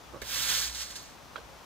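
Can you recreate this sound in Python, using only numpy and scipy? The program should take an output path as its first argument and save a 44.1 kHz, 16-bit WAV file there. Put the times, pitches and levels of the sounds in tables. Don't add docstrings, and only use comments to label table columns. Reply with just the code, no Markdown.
import sys
import numpy as np
from scipy import signal
from scipy.fft import rfft, irfft, next_fast_len
from scipy.io import wavfile

SR = 44100
rng = np.random.default_rng(int(sys.argv[2]) if len(sys.argv) > 2 else 0)


def generate_wav(signal):
    frames = np.transpose(np.atleast_2d(signal))
    scaled = np.clip(frames, -1, 1) * 32767
    pcm = np.round(scaled).astype(np.int16)
    wavfile.write(sys.argv[1], SR, pcm)


def gain_from_decibels(decibels):
    exponent = np.asarray(decibels, float) / 20
    return 10 ** exponent


N = 72765


def rms_one(x):
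    return x / np.sqrt(np.mean(x ** 2) + 1e-20)


def in_time(rows, column=1):
    rows = np.array(rows)
    return np.interp(np.arange(N) / SR, rows[:, 0], rows[:, column], left=-120, right=-120)


def shape(x, points, phase=None):
    size = next_fast_len(N + 4096)
    hz = np.maximum(np.arange(size // 2 + 1) * SR / size, 10)
    points = np.array(points)
    response = gain_from_decibels(np.interp(np.log(hz), np.log(points[:, 0]), points[:, 1]))
    response = response * (hz < 15800) * (hz > 20)
    if phase is not None:
        response = response * np.exp(1j * np.interp(hz, *np.transpose(phase)))
    return irfft(rfft(x, size) * response, size)[:N]


def drift(rate_hz):
    r = np.exp(-2 * np.pi * rate_hz / SR)
    noise = rng.standard_normal(N + SR)
    return rms_one(signal.lfilter([1], [1, -2 * r, r * r], noise)[SR:])


def click_at(s, height=1.0):
    return height * (np.arange(N) == int(s * SR))


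def ring(clicks, hz, t60):
    r = gain_from_decibels(-60 / (t60 * SR))
    w = 2 * np.pi * hz / SR
    return signal.lfilter([0, np.sin(w)], [1, -2 * r * np.cos(w), r * r], clicks + 1e-18)


def grains(per_s, spread_db):
    sizes = gain_from_decibels(spread_db * np.minimum(rng.exponential(1, N), 4)) * rng.choice([-1, 1], N)
    return rms_one(sizes * (rng.random(N) < per_s / SR))


def bristles():
    ring_cycles, ring_share = 8.6, 0.37
    patch_db, patch_hz = 1, 17
    slips = grains(per_s=16000, spread_db=2)
    tuft_of_slip = rng.integers(0, 16, N)
    rung = 0
    for tuft, hz in enumerate(np.geomspace(900, 15000, num=16)):
        tuft_ring = ring(slips * (tuft_of_slip == tuft), hz, ring_cycles / hz)
        rung = rung + tuft_ring * np.sqrt(hz) * gain_from_decibels(patch_db * drift(patch_hz))
    tips = (1 - ring_share) * slips + ring_share * rms_one(rung)
    return rms_one(tips + gain_from_decibels(-20) * grains(per_s=450, spread_db=2.3))


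def stroke(x):
    # time in seconds, level in dB.
    push = [(.24, -53.5), (.29, -40.5), (.348, -34.5), (.465, -35), (.5, -30), (.56, -31.5), (.63, -33.5),
            (.682, -39), (.725, -47.5)]
    # time in seconds, level in dB.
    drag = [(.725, -46.5), (.76, -42.5), (.79, -41.5), (.82, -37), (.85, -45), (.89, -48), (.945, -51.5),
            (1.0, -51), (1.15, -64.5)]
    # start in seconds, hiss level in dB, attack in seconds, decay t60 in seconds.
    skips = [
        (0.2158, -41.5, 0.0018, 0.1),
        (.415, -43, 0.015, 0.13),
        (.746, -48, .003, 0.1),
        (0.903, -48.5, 0.0034, 0.082),
        (.953, -43.5, 0.0083, 0.083),
    ]
    # frequency in Hz, gain in dB.
    far_colour = [(600, -2.5), (1500, -1), (3300, -3.5), (4400, 2), (5300, 1), (6500, 3), (9000, 0.5),
                  (15000, -7.5)]
    swing_start_s, swing_end_s = 0.35, 0.77
    t = np.arange(N) / SR
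    level = gain_from_decibels(in_time(push)) + gain_from_decibels(in_time(drag))
    for s, db, attack, t60 in skips:
        decay = gain_from_decibels(db - 60 * np.maximum(t - s - attack, 0) / t60)
        level = level + decay * np.clip((t - s) / attack, 0, 1)
    far = np.clip((t - swing_start_s) / (swing_end_s - swing_start_s), 0, 1)
    return level * (x + far * (shape(x, far_colour) - x))


def broom():
    # frequency in Hz, level in dB per Hz.
    left_port = [(400, -31), (1000, -14), (3300, -6.5), (4500, 1.5), (5400, 1.5), (6600, 1), (9800, -11.5),
                 (15500, -11.5)]
    right_port = [(500, -20.5), (1000, -13.5), (1600, 1), (2500, -1), (3700, 6), (7000, 0.5), (10000, -6.5),
                  (13500, -3.5)]
    # frequency in Hz, phase in radians.
    port_phase = [(0, 0), (2900, .3), (3900, 1.3), (5200, 2.2), (5650, 3.14), (6300, 4.7), (8000, 5.4),
                  (16000, 5.8)]
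    # frequency
    # in Hz, level in dB.
    diffuse = [(500, -2), (1500, -8), (3300, -4), (5600, -11), (7500, -4), (9800, 1), (11500, -3),
               (14000, 3)]
    # frequency in Hz, level in dB, t60 in seconds.
    hum_modes = [(554, -32, .05), (1184, -38.5, 0.037), (1733, -29, 0.04), (3600, -22.5, 0.0079),
                 (4550, -30, 0.022)]
    # frequency in Hz, gain in dB.
    narrow_lift = [(5620 - 280, 0), (5620, 3), (5620 + 280, 0)]
    direct = bristles()
    heard_left, heard_right = [stroke(direct + shape(bristles(), diffuse)) for side in range(2)]
    left = shape(heard_left, left_port, port_phase)
    right = shape(shape(heard_right, right_port), narrow_lift)
    rubbed = stroke(direct)
    hum = 0
    for hz, db, t60 in hum_modes:
        evened = ring(rubbed, hz, t60) * np.sqrt(30 / (t60 * SR))
        hum = hum + gain_from_decibels(db + 2 * drift(16)) * evened
    return gain_from_decibels(5.0) * (np.array([left, right]) + hum * gain_from_decibels(np.array([[-7.0], [0]])))


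def knocks(hits, modes, contact_hz):
    s, db = np.transpose(hits)
    out = 0
    for hz, level_db, t60 in modes:
        clicks = np.zeros(N)
        clicks[(s * SR).astype(int)] = gain_from_decibels(db + level_db - 8 + 2 * rng.standard_normal(len(s)))
        no_thump = signal.butter(1, hz / 4, "high", fs=SR, output="sos")
        out = out + signal.sosfilt(no_thump, ring(clicks, hz, t60))
    return signal.sosfilt(signal.butter(2, contact_hz, fs=SR, output="sos"), out)


def landing():
    # time in seconds, peak level in dB.
    land_hits = [
        (.218, -33),
        (.2205, -26.5),
        (.225, -32),
        (.233, -32.5),
    ]
    # frequency in Hz, level in dB, t60 in seconds.
    head = [(65, -5, 0.067), (364, -8, 0.014), (470, -5.5, 0.014), (549, -6.5, 0.07), (1713, 0, 0.024),
            (2100, -1, 0.017), (3730, -5, .012)]
    return knocks(land_hits, head, contact_hz=5000)


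def tap():
    # time in seconds, peak level in dB, frequency in Hz, t60 in seconds.
    touches = [(1.3577, -29, 1374, 0.0084), (1.3633, -41, 1060, 0.0074), (1.3645, -43, 3240, 0.0068),
               (1.3584, -41.5, 3900, 0.0028), (1.3598, -38, 2350, 0.0037), (1.3590, -40.5, 600, .008),
               (1.3655, -44, 1450, 0.0062), (1.378, -43, 642, 0.015), (1.381, -44.5, 1550, 0.016),
               (1.387, -46.5, 451, 0.019)]
    out = 0
    for s, db, hz, t60 in touches:
        twice = ring(ring(click_at(s), hz, t60), hz, t60)
        out = out + gain_from_decibels(db) * twice / np.abs(twice).max()
    return out


def scatter():
    # time in seconds, level in dB.
    tail = [(1.359, -64), (1.363, -40.5), (1.372, -51), (1.381, -47.5), (1.39, -53), (1.42, -58)]
    # frequency in Hz, level in dB per Hz.
    tail_colour = [(200, -18), (400, 0), (700, -3), (1500, -4.5), (2300, -14), (3300, -7), (5000, -16),
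                   (9000, -33)]
    mid, side = [rms_one(shape(grains(6000, 2.0), tail_colour)) for k in range(2)]
    return gain_from_decibels(in_time(tail)) * (mid + 0.5 * side * np.array([[1], [-1]]))


def scuff():
    # time in seconds, peak level in dB.
    scuff_hits = [(.134, -38), (.137, -31.5), (.1452, -29), (.155, -37), (.160, -32.5), (.167, -36),
                  (.173, -41), (.177, -37)]
    # frequency in Hz, level in dB, t60 in seconds.
    sole = [(356, -11.5, 0.089), (470, -6.5, 0.036), (552, -1, 0.051), (830, -6, 0.014),
            (1146, -0.5, 0.021)]
    return knocks(scuff_hits, sole, contact_hz=1600)


def ticks():
    # time in seconds, peak level in dB, frequency in Hz, t60 in seconds.
    grit = [
        (.7475, -31, 4200, .005),
        (1.028, -52, 14100, .02),
        (1.028, -56, 12500, .006),
        (.889, -56, 13500, .006),
    ]
    return sum(ring(click_at(s, gain_from_decibels(db)), hz, t60) for s, db, hz, t60 in grit)


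def placed(x, pan_db):
    echo = np.roll(x, int(0.0054 * SR)) * gain_from_decibels(-17)
    return x * gain_from_decibels(np.array([[pan_db], [-pan_db]]) / 2) + echo * np.array([[1], [-0.6]])


def drone():
    # time in seconds, level of the fundamental in dB, level of its octave in dB.
    drone_levels = [(0.0, -68, -90), (0.128, -57.5, -58), (0.642, -52.5, -54.5), (0.702, -48, -76),
                    (0.904, -62.5, -86), (0.942, -64, -56), (1.028, -66, -94), (1.116, -68, -69),
                    (1.162, -72, -88), (1.254, -84, -83), (1.452, -57, -70), (1.506, -75, -73),
                    (1.544, -56, -70), (1.65, -74, -67)]
    hz = 62 * (1 + 0.019 * drift(2.7))
    turn = 2 * np.pi * np.cumsum(hz) / SR
    low, high = [gain_from_decibels(np.maximum(in_time(drone_levels, column), -90) + 3) for column in (1, 2)]
    return low * np.sin(turn) + gain_from_decibels(-4.5) * high * np.sin(2 * turn)


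def coo():
    start_s, length_s, hz, db = 1.45, 0.14, 540, -56
    t = np.arange(N) / SR - start_s
    swell = np.sin(np.pi * np.clip(t / length_s, 0, 1))
    return gain_from_decibels(db) * swell * np.sin(2 * np.pi * hz * t)


def air():
    # frequency in Hz, level in dB per Hz.
    mid_colour = [(15, -41), (25, -0.5), (126, -3), (335, -6), (394, -7), (1010, -4), (1840, -12.5),
                  (6030, -17), (16000, -47.5)]
    side_colour = [(15, -42), (25, -7), (175, -6), (285, -16), (335, -9.5), (404, -10.5), (1040, -12),
                   (13900, -31.5), (16000, -78)]
    lean_db, lean_top_hz, hiss_db = 4.5, 3600, -61.5
    mid = gain_from_decibels(-52 + 0.24 * drift(1.6)) * rms_one(shape(rng.standard_normal(N), mid_colour))
    side = gain_from_decibels(-56.5 + 0.6 * drift(4.9)) * rms_one(shape(rng.standard_normal(N), side_colour))
    left_lean, right_lean = [[(200, 0), (400, db), (lean_top_hz, db), (lean_top_hz, 0)]
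                             for db in (lean_db / 2, -lean_db / 2)]
    garden = np.array([shape(mid + side, left_lean), shape(mid - side, right_lean)])
    return garden + gain_from_decibels(hiss_db) * rng.standard_normal((2, N))


def scene():
    hits = placed(scuff(), pan_db=-8.5) + placed(landing(), pan_db=-8.0)
    hits = hits + placed(tap(), pan_db=-9.5) + placed(ticks(), pan_db=-10)
    engine = drone() * gain_from_decibels(np.array([[0.6], [-0.6]]))
    return broom() + hits + scatter() + engine + coo() + air()


def low_pass(x):
    return signal.sosfilt(signal.butter(12, 16100, fs=SR, output="sos"), x)


def record(dry):
    cut = signal.sosfilt(signal.butter(2, 32, "high", fs=SR, output="sos"), dry)
    cut = signal.sosfilt(signal.cheby2(20, 40, 15800, fs=SR, output="sos"), cut)
    return low_pass(cut)


dry = scene()
out = record(dry)
generate_wav(out)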